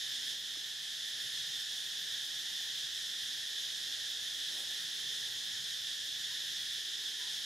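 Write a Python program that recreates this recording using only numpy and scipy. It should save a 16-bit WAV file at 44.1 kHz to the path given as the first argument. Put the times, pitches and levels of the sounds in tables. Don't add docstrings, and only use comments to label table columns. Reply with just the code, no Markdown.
import sys
import numpy as np
from scipy import signal
from scipy.fft import rfft, irfft, next_fast_len
from scipy.io import wavfile
from scipy.ndimage import uniform_filter1d

SR = 44100
rng = np.random.default_rng(int(sys.argv[2]) if len(sys.argv) > 2 else 0)


def to_wav(s):
    ch = np.atleast_2d(s).T
    pcm = np.round(np.clip(ch, -1, 1) * 32767)
    wavfile.write(sys.argv[1], SR, pcm.astype(np.int16))


N = 328525

# centre in Hz, width in Hz (6 dB down), relative level in dB,
# left-right likeness 0-1, left minus right in dB.
BODY_RESONANCES = [(1783, 370, -9, 0.74, -1.7), (3482, 592, -0.5, .9, -1.5), (3150, 264, -7.5, 0.77, -2),
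                   (3830, 360, -7.5, 0.72, 0), (4276, 510, -11, 0.9, -3), (5100, 900, -9.5, 0.85, -1.2),
                   (5670, 1270, -13.5, 0.92, -1), (6680, 1380, -15.5, 0.91, -0.3)]
# frequency in Hz, relative density in dB per Hz.
HISS_COLOUR = [(900, -29.5), (1400, -4), (2500, -3.5), (7800, -1.5), (10000, -1.5), (12000, -4),
               (14000, -10.5), (15700, -22)]
# frequency in Hz, likeness 0-1.
HISS_LIKENESS = [(1500, 0), (7000, 0.66), (10000, 0.68), (13500, 0.34), (15700, 0.2)]
# frequency in Hz, left minus right in dB.
HISS_BALANCE_DB = [(2000, -1.5), (8000, -1), (11000, -1), (15000, -3.5)]
# frequency in Hz, relative density in dB per Hz.
RUMBLE_COLOUR = [(20, -29), (55, -6.5), (75, -6.5), (112, 1), (135, 0.5), (155, 0.5), (200, -4), (420, -4),
                 (630, -8), (820, -6.5), (1100, -11.5), (2500, -41)]
# frequency in Hz, likeness 0-1.
RUMBLE_LIKENESS = [(30, .55), (90, .8), (170, .55), (350, .33), (800, .25), (1200, .3)]
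# frequency in Hz, lead in radians.
RUMBLE_LEAD_RAD = [(60, 1.8), (250, 2.1), (600, 1.4), (1200, .4)]
# frequency in Hz, left minus right in dB.
RUMBLE_BALANCE_DB = [(30, 1), (80, 3), (200, 0), (1000, -0.5)]
# time in seconds, level against RUMBLE_DB in dB.
RUMBLE_SWELL_DB = [(0, 0), (4, -0.5), (5.3, 1.4), (6, -1.3), (7.45, -0.5)]
# frequency in Hz, relative density in dB per Hz.
CRICKET_COLOUR = [(6500, -22), (8500, -12), (11000, 5), (12500, 7), (14000, -1), (15700, 1)]
# middle of first throb in seconds, length in seconds, throbs per second,
# quickening in throbs per second squared, mean throb peak level in dB.
CRICKET_PHRASES = [(.122, 2.7, 7.12, .33, -58.5), (2.96, 1., 7.4, 0., -60.5), (4.11, 1.85, 8.2, 0., -60),
                   (6.057, .75, 7.3, 0., -59.5), (7.04, .4, 6.1, 0., -61)]
# time in seconds, level in dB.
LOUDNESS_DB = [(0, 0), (.31, 0.5), (.37, -2), (1.04, -1.5), (1.22, -0.1), (1.5, .3), (1.7, -0.6), (2.6, 0),
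               (7.45, 0)]
# start in seconds, level before onset and decay in dB, pitch in Hz, left minus right in dB.
SOFT_TAPS = [(.556, -49, 1240, 3), (.558, -54, 650, 5), (.571, -46.5, 323, 0), (2.606, -50.5, 790, -6),
             (5.162, -51, 503, -5), (6.781, -50, 480, -1)]
# middle in seconds, length in seconds, peak level in dB.
RUSTLE_STROKES = [(4.53, .1, -59), (4.6, 0.19, -53.5), (4.71, 0.13, -59)]
# frequency in Hz, relative density in dB per Hz.
RUSTLE_TINT = [(100, -20), (400, 1), (750, -1), (1200, -10), (6000, -18), (9000, -0.5), (13000, -8),
               (15700, -21)]
# start in seconds, length in seconds, lowest pitch in Hz, mid-note level in dB,
# left minus right in dB.
BIRD_HOOTS = [(6.296, 0.055, 986, -68, 3), (6.97, .1, 998, -75, -2), (7.175, 0.14, 985, -68, 6)]

CLICKS_PER_S = 24000
CHORUS_DB, HISS_UNDER_CICADAS_DB, RUMBLE_DB = -39.5, -11.5, -63
WAVER_DB, WAVER_S = 0.34, 0.062
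THROB_S, THROB_SPREAD_DB = 0.094, 1.4
NOTCH_HZ, NOTCH_Q, EDGE_HZ = 7497, 60.0, 15682


def gain_of(db):
    return 10 ** (np.asarray(db) / 20)


def evened(x):
    return x / np.sqrt(np.mean(x ** 2) + 1e-20)


def read(points, hz):
    point_hz, value = np.transpose(points)
    return np.interp(np.log(hz + 1), np.log(point_hz + 1), value)


def curve(rows):
    s, value = np.transpose(rows)
    return np.interp(np.arange(N) / SR, s, value)


def sides(balance_db):
    return gain_of([balance_db / 2, -balance_db / 2])


def add(mix, start_s, sound):
    part = mix[:, round(start_s * SR):][:, :sound.shape[1]]
    part += sound[:, :part.shape[1]]


def noise(colour, same, balance, lead=((1, 0),), patchy_db=1., size=1024):
    frames = 4 * N // size + 5
    hz = np.fft.rfftfreq(size, 1 / SR)
    a, b, c, d, patches = rng.standard_normal((frames, len(hz), 5)).T
    patches = uniform_filter1d(patches, size=10, axis=0)
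    patches = evened(uniform_filter1d(patches, size=12, axis=1))
    like = np.clip(read(same, hz), 0, 1)[:, None]
    left = a + 1j * b
    shared = like * left * np.exp(1j * read(lead, hz))[:, None]
    right = shared + np.sqrt(1 - like ** 2) * (c + 1j * d)
    spectra = np.array([left, right]) * sides(read(balance, hz))[:, :, None]
    spectra *= gain_of(read(colour, hz)[:, None] + patchy_db * patches)
    sound = signal.istft(spectra, nperseg=size, noverlap=3 * size // 4)[1]
    return evened(sound[:, :N])


def swells(rows):
    out = np.zeros((1, N))
    for middle_s, length_s, db in rows:
        add(out, middle_s - length_s / 2, gain_of(db) * np.hanning(round(length_s * SR))[None])
    return out


def cicadas():
    size = next_fast_len(N)
    hz, total = np.fft.rfftfreq(size, 1 / SR), 0
    for centre_hz, width_hz, db, same, balance_db in BODY_RESONANCES:
        draw = rng.uniform(-1, 1, (3, N))
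        clicks = np.sign(draw) * (abs(draw) < CLICKS_PER_S / SR)
        same = np.clip(same, 0, 1)
        heard = np.sqrt(same) * clicks[0] + np.sqrt(1 - same) * clicks[1:]
        ring = (1 + 2j * (hz - centre_hz) / width_hz) ** -2
        total = total + rfft(heard, size) * ring * gain_of(db) * sides(balance_db)[:, None]
    radiated = 1 / np.sqrt(1 + (1290.0 / (hz + 1)) ** 12)
    return evened(irfft(total * radiated, size)[:, :N])


def hiss():
    sound = noise(HISS_COLOUR, HISS_LIKENESS, HISS_BALANCE_DB, patchy_db=1.5)
    return gain_of(HISS_UNDER_CICADAS_DB) * sound


def waver():
    span = round(WAVER_S * SR)
    drift = uniform_filter1d(rng.standard_normal(N), span)
    drift = uniform_filter1d(drift, span)
    return gain_of(WAVER_DB * evened(drift))


def rumble():
    sound = noise(RUMBLE_COLOUR, RUMBLE_LIKENESS, RUMBLE_BALANCE_DB, RUMBLE_LEAD_RAD,
                  patchy_db=1.6, size=4096)
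    return gain_of(RUMBLE_DB + curve(RUMBLE_SWELL_DB)) * sound


def cricket():
    throbs, k = [], np.arange(40)
    for first_s, length_s, rate, quickening, db in CRICKET_PHRASES:
        after_s = 2 * k / (rate + np.sqrt(abs(rate ** 2 + 2 * quickening * k)))
        strength_db = db + THROB_SPREAD_DB * rng.standard_normal(len(k))
        for s, throb_db in zip(after_s, strength_db):
            if s < length_s:
                throbs.append((first_s + s, THROB_S, throb_db))
    return swells(throbs) * noise(CRICKET_COLOUR, [(1, .3)], [(1, -3.5)], patchy_db=.5)


def taps():
    out, t = np.zeros((2, N)), np.arange(0, .04, 1 / SR)
    for start_s, db, hz, balance_db in SOFT_TAPS:
        decay = gain_of(db - 60 * t / 0.021)
        onset = 1 - np.exp(-t / 0.00079)
        knock = np.sin(2 * np.pi * hz * t) * decay * onset
        add(out, start_s, sides(balance_db)[:, None] * knock)
    return out


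def rustle():
    return swells(RUSTLE_STROKES) * noise(RUSTLE_TINT, [(1, 0.7)], [(1, -1.1)], patchy_db=0.0)


def hoots():
    out = np.zeros((2, N))
    for start_s, length_s, hz, db, balance_db in BIRD_HOOTS:
        u = np.linspace(-1, 1, round(length_s * SR))
        turns = np.cumsum(hz * (1 + .035 * u ** 2)) / SR
        tone = np.sqrt(2) * np.sin(2 * np.pi * turns)
        note = tone * signal.windows.tukey(len(u), .7) * gain_of(-2.5 * u)
        add(out, start_s, gain_of(db) * sides(balance_db)[:, None] * note)
    return out


def scene():
    leaf_hiss = hiss()
    chorus = gain_of(CHORUS_DB) * waver() * (cicadas() + leaf_hiss)
    low = rumble()
    brush = rustle()
    return gain_of(curve(LOUDNESS_DB)) * (chorus + low + cricket()) + brush + hoots() + taps()


def record(dry):
    notch = signal.iirnotch(NOTCH_HZ, NOTCH_Q, SR)
    notched = .7 * signal.lfilter(*notch, dry) + 0.31 * dry
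    low_pass = signal.firwin(2047, EDGE_HZ, window=("kaiser", 9), fs=SR)
    return signal.oaconvolve(notched, low_pass[None], "same")


dry = scene()
out = record(dry)
to_wav(out)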